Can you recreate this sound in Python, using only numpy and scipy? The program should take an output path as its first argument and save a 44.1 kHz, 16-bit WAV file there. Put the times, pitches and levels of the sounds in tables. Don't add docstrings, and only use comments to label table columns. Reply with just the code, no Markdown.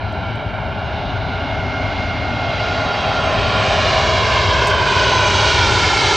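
import sys
import numpy as np
from scipy import signal
from scipy.fft import rfft, irfft, next_fast_len
from scipy.io import wavfile
from scipy.ndimage import uniform_filter1d, map_coordinates

SR = 44100
rng = np.random.default_rng(int(sys.argv[2]) if len(sys.argv) > 2 else 0)


def persist_wave(psi):
    counts = np.round(np.clip(psi, -1, 1) * 32767).astype(np.int16)
    wavfile.write(sys.argv[1], SR, np.atleast_2d(counts).T)


N = 271656

# f/Hz, relative level/dB
ROAR_SPECTRUM = [(150.0, -6), (300.0, -9.5), (480.0, -11.5), (700.0, -12.5), (1000.0, -16.5), (1800.0, -7),
                 (2400.0, -9.5), (3300.0, -10.5), (4500.0, -12.5), (6000.0, -19.5), (7800.0, -28.5),
                 (10000.0, -43)]
# f/Hz, half width/Hz, gain/dB
ROAR_HUMPS = [(254, 21, 1), (415.4, 31.5, 6), (457.3, 12, -11), (627, 33, 5.5), (795, 102, 7),
              (990, 9.2, -0.5), (992, 79, 9), (1126, 46, 5.5), (1177, 21, -3), (1270, 22, -0.5),
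              (1430, 110, 2), (1899, 144, -7.5), (1990, 21, -0.5), (2573, 71, -3), (2960, 120, -0.5),
              (3303, 70, 1), (3520, 75, -3), (4100, 100, 0.5), (4315, 51, -6.5), (4370, 66, 2.5),
              (4720, 70, -1.5), (5030, 80, 2), (5200, 70, -0.5), (5660, 90, 2.5), (6770, 78, 1),
              (7000, 70, 2.5), (7140, 89, -2), (8000, 75, -5.5)]
# lag/ms, share
WALL_ECHOES = [(1.289, 0.088), (2.8, 0.076)]


def roar(eddy_db_at_2khz=0.69, low_cut_hz=130, high_cut_hz=10300):
    stft = dict(fs=SR, nperseg=2048, noverlap=1536)
    bins_hz, t, noise = signal.stft(rng.standard_normal((2, N)), **stft)
    hz = bins_hz[:, None] + 1
    humps_db = sum(db * np.exp(-.5 * ((hz - centre) / width) ** 2) for centre, width, db in ROAR_HUMPS)
    source_db = along(ROAR_SPECTRUM, hz) + humps_db
    walls = 1 + sum(share * lagged(hz, ms) for ms, share in WALL_ECHOES)
    eddies = uniform_filter1d(rng.standard_normal(noise.shape[1:]), size=60, axis=0)
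    eddies = unit(uniform_filter1d(eddies, size=12, axis=1))
    eddy_db = eddy_db_at_2khz * np.sqrt(hz / 2000) * eddies
    band = 1 / (1 + (low_cut_hz / hz) ** 4) / (1 + (hz / high_cut_hz) ** 20)
    gain = amp(source_db + eddy_db) * path(hz, t) * np.abs(walls) * band
    _, sound = signal.istft(noise * gain, **stft)
    return sound[:, :N]


APPROACH_S = 6.16
# far (t = 0), near (t = APPROACH_S)
AIR_LOSS_DB_AT_2KHZ, TILT_DB_PER_OCTAVE, BOUNCE_SHARE = (2, 0.07), (-3, 0.15), (0.49, 0.72)
# t/s, gain/dB
APPROACH_GAIN = [(0, -8.5), (2.3, -5.5), (3.55, -0.04), (4.8, 0.4), (6.16, 0)]
# centre t/s, half length/s, gain/dB
TREBLE_SURGES = [(0.5, 0.23, -2.5), (1.454, .2, 0.5), (2.0, 0.1627, 2.5), (2.672, 0.146, 4),
                 (3.411, 0.25, -2), (3.865, 0.32, 5), (4.31, 0.06, 1), (4.768, 0.11, -7),
                 (4.93, 0.074, 0.5), (5.454, 0.19, 2.5), (5.614, 0.039, -1)]
# t/s, lag/ms
BOUNCE_LAG = [(0, 1.32), (1.3, 1.403), (2.1, 1.438), (3.2, 1.555), (3.7, 1.645), (4.2, 1.79), (4.6, 1.875),
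              (4.95, 2.0), (5.4, 2.09), (5.75, 2.205), (6.16, 2.293)]


def path(hz, t, surge_above_hz=3840, bounce_fade_hz=4200):
    progress = t / APPROACH_S
    tilt_db = between(TILT_DB_PER_OCTAVE, progress) * np.log2(np.maximum(hz, 320) / 1000)
    air_db = between(AIR_LOSS_DB_AT_2KHZ, progress) * (np.minimum(hz, 10000) / 2000) ** 2
    surge_db = sum(db * bell(t, centre, half) for centre, half, db in TREBLE_SURGES)
    surge_db = surge_db / (1 + (surge_above_hz / hz) ** 2)
    bounce = between(BOUNCE_SHARE, progress) * np.exp(-hz / bounce_fade_hz)
    comb = np.abs(1 + bounce * lagged(hz, curve(BOUNCE_LAG, t)))
    return amp(curve(APPROACH_GAIN, t) + tilt_db - air_db + surge_db) * comb


# t/s, f/Hz
FAN_PITCH = [(0.0, 1383.0), (0.6, 1391.0), (1.2, 1420.0), (1.8, 1418.0), (2.5, 1410.0), (3.2, 1402.0),
             (3.8, 1411.0), (4.4, 1432.0), (4.85, 1455.0), (6.16, 1475.0)]
# multiple of blade passage, far level/dB, near level/dB, lobe centre t/s, lobe gain/dB, blur
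BLADE_TONES = [(1, -30, -41, 3.1, 8.5, 0.61), (2, -30.5, -39.5, 3.42, 7, 0.47),
               (3, -54.5, -43.5, 4.8, 2, 0.71), (4.276, -45, -49.5, 5.3, 15, 1),
               (5.282, -58, -55, 4.7, 15, 1.6), (5.548, -53, -59.5, 3.45, 18, 1.3)]


def blade_tones(lobe_half_s=0.7):
    t, out = np.arange(N) / SR, np.zeros(N)
    fan_hz = curve(FAN_PITCH, t)
    for multiple, far_db, near_db, lobe_s, lobe_db, blur in BLADE_TONES:
        hz = multiple * fan_hz
        db = between((far_db, near_db), t / APPROACH_S) + lobe_db * bell(t, lobe_s, lobe_half_s)
        out += amp(db) * path(hz, t) * tone(hz, blur, blur_rate_hz=22 + 12 * multiple, waver_hz=3)
    return out


# start t/s, end t/s, start f/Hz, end f/Hz, level/dB, blur rate/Hz, blur
WHINES = [(-.25, .5, 4250, 3870, -49, 190, 2.2), (-.3, .6, 5935, 5925, -69, 40, .7),
          (.1, 0.66, 2250, 2290, -41.5, 104, 1.5), (0.6, 3.9, 270.6, 277, -35, 83, 1.66),
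          (.72, 1.8, 6470, 6465, -67, 55, .9), (.75, 1.7, 3810, 3720, -42.5, 800, 3),
          (.9, 2.6, 1120, 1125, -48, 28.6, 1), (1.25, 2, 420.4, 405, -37, 35.5, 1.7),
          (1.3, 1.9, 1400, 1366, -46.5, 24.4, .8), (1.35, 2.25, 6170, 6085, -68, 45, .8),
          (2.001, 3.6, 7420, 7410, -74, 75.4, 1.07), (2.1, 4.8, 815, 786, -31.5, 110, 1.7),
          (2.5, 5.3, 6390, 6550, -51, 40, 0.96), (2.7, 3.05, 3814, 3830, -41.5, 80, 1),
          (2.65, 3.3, 4570, 4590, -45, 90, 1), (2.4, 8.6, 1220, 1220, -39.5, 24.6, 1),
          (2.65, 4.3, 1012, 1025, -31, 75, 1.5), (3.25, 4.25, 632, 640, -26.5, 45, 1.3),
          (3.75, 6.05, 1018, 992, -24, 90, 1.5), (3.7, 4.1, 410, 406, -34, 36, 1.8),
          (4.2, 5.8, 634, 626, -28.5, 60, 1.56), (5.3, 6.0, 1463, 1484, -30.5, 40, 1.2),
          (4.4, 5.4, 1565, 1475, -26, 110, 1.36), (4.58, 4.9, 3135, 3115, -34, 66, 0.86),
          (4.78, 5.13, 6270, 6313, -45, 46, .7), (5.42, 6.05, 3640, 3610, -32, 60, .9),
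          (5.45, 6.3, 1400, 1354, -28, 50, 1.4), (5.55, 8.4, 2246, 2168, -39, 110, 2.2),
          (5.8, 6.3, 4467, 4430, -33.5, 50, 0.84)]


def whines():
    t, out = np.arange(N) / SR, np.zeros(N)
    for start_s, end_s, start_hz, end_hz, db, blur_rate_hz, blur in WHINES:
        progress = np.clip((t - start_s) / (end_s - start_s), 0, 1)
        swell = np.sqrt(np.abs(np.sin(np.pi * progress)))
        hz = between((start_hz, end_hz), progress)
        out += amp(db) * swell * tone(hz, blur, blur_rate_hz, waver_hz=4)
    return out


# t/s, f/Hz
WHISTLE_PITCH = [(1.5, 2142), (2.7, 2133), (4.4, 2140), (6.16, 2130)]
# centre t/s, half length/s, level/dB
WHISTLE_SWELLS = [(2.05, 0.62, -35), (4.3, 0.23, -34), (6.0, 0.4, -28.5)]


def whistle(floor_db=-76.5, held_db=-42, start_s=1.42, end_s=4.5, ramp_s=0.089):
    t = np.arange(N) / SR
    held = np.clip(np.minimum(t - start_s, end_s - t) / ramp_s, 0, 1)
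    swells = sum(amp(db) * bell(t, centre, half) for centre, half, db in WHISTLE_SWELLS)
    level = amp(floor_db) + amp(held_db) * held + swells
    return level * tone(curve(WHISTLE_PITCH, t), blur=0.072, blur_rate_hz=10, waver_hz=0.62)


# f/Hz, relative level/dB
RUMBLE_SPECTRUM = [(12, -54.5), (22, -21), (35, -10.5), (52, -2), (75, 1), (97, 5), (115, 2), (140, -9),
                   (180, -15.5), (230, -14.5), (320, -48.5), (570, -120)]
# f/Hz, left-right correlation
RUMBLE_CORRELATION = [(25, 0.92), (70, 0.95), (200, 0.99)]
# t/s, level/dB
RUMBLE_LEVEL = [(0, -25.5), (1.5, -25.5), (1.75, -25), (2.6, -25), (2.9, -29), (3.3, -24), (4.3, -23.5),
                (5.1, -24), (5.4, -21), (5.85, -21.5), (6.16, -24.5)]


def rumble(pan_db=3.5):
    def mid_side_gain(hz):
        angle = np.arccos(np.clip(along(RUMBLE_CORRELATION, hz), -1, 1)) / 2
        return amp(along(RUMBLE_SPECTRUM, hz)) * [np.cos(angle), np.sin(angle)]

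    mid, side = filtered(rng.standard_normal((2, N)), mid_side_gain)
    level = amp(curve(RUMBLE_LEVEL, np.arange(N) / SR))
    pan = amp([[pan_db / 2], [-pan_db / 2]])
    return level * unit(np.array([mid + side, mid - side])) * pan


# t/s, level/dB, T60/s
TICKS = [(.125, -48, 0.015), (0.357, -49.5, .015), (3.41, -49.5, .03), (3.49, -41, 0.014), (3.9, -56, .01),
         (4.624, -41.5, 0.014), (4.671, -30, 0.067), (4.682, -31, 0.013), (4.702, -37, 0.03),
         (5.06, -51, 0.013)]
# f/Hz, relative level/dB
TICK_SPECTRUM = [(2000, -10), (5000, 4.5), (8500, 7), (11000, -20.5), (13500, -7), (16000, -17.5)]


def ticks():
    t = np.arange(N) / SR
    bursts = sum((t >= s) * amp(db - 60 * np.abs(t - s) / t60) for s, db, t60 in TICKS)
    return bursts * shaped_noise(TICK_SPECTRUM)


def tone(hz, blur, blur_rate_hz, waver_hz):
    phase = 2 * np.pi * np.cumsum(hz + waver_hz * wobble(9)) / SR
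    scatter = wobble(blur_rate_hz) + 1j * wobble(blur_rate_hz)
    return unit(np.real((1 + blur * scatter) * np.exp(1j * phase)))


def wobble(rate_hz):
    knots = rng.standard_normal(4096)
    return unit(map_coordinates(knots, [np.arange(N) * rate_hz / SR], mode="wrap"))


def shaped_noise(spectrum):
    return unit(filtered(rng.standard_normal(N), lambda hz: amp(along(spectrum, hz))))


def filtered(x, response):
    size = next_fast_len(N + SR // 2)
    return irfft(rfft(x, size) * response(np.fft.rfftfreq(size, 1 / SR)), size)[..., :N]


def lagged(hz, ms):
    return np.exp(-2j * np.pi * hz * ms / 1000)


def along(points, hz):
    f, values = np.transpose(points)
    return np.interp(np.log(hz + 1), np.log(f + 1), values)


def curve(points, t):
    return np.interp(t, *np.transpose(points))


def between(ends, progress):
    first, last = ends
    return first + (last - first) * progress


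def bell(t, centre_s, half_s):
    return np.exp(-((t - centre_s) / half_s) ** 2)


def amp(db):
    return 10 ** (np.asarray(db) / 20)


def unit(x):
    return x / np.sqrt(np.mean(np.abs(x) ** 2) + 1e-20)


# f/Hz, gain/dB
SIDE_GAIN = [(150, -11), (500, -19), (1100, -16.5), (2500, -18), (5000, -23.5), (9000, -30)]
# f/Hz, left minus right/dB
AIRCRAFT_PAN = [(150, 3), (300, 2), (600, .5), (1200, -1.8), (4000, -1), (8000, -1.5)]


def scene():
    direct, scattered = roar()
    mid = direct + blade_tones() + whistle() + whines()
    side = filtered(scattered, lambda hz: amp(along(SIDE_GAIN, hz)))
    pair = np.array([mid + side, mid - side])
    aircraft = filtered(pair, lambda hz: amp(along(AIRCRAFT_PAN, hz) * np.array([[.5], [-.5]])))
    return aircraft + rumble() + ticks()


# f/Hz, relative level/dB
HISS_SPECTRUM = [(3000, -5.5), (8000, -6.5), (12000, -6.5), (15500, -12.5)]


def record(dry, hiss_db=-71, top_hz=15700):
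    hiss = amp(hiss_db) * shaped_noise(HISS_SPECTRUM)
    return filtered(dry + hiss, lambda hz: hz < top_hz)


dry = scene()
out = record(dry)
persist_wave(out)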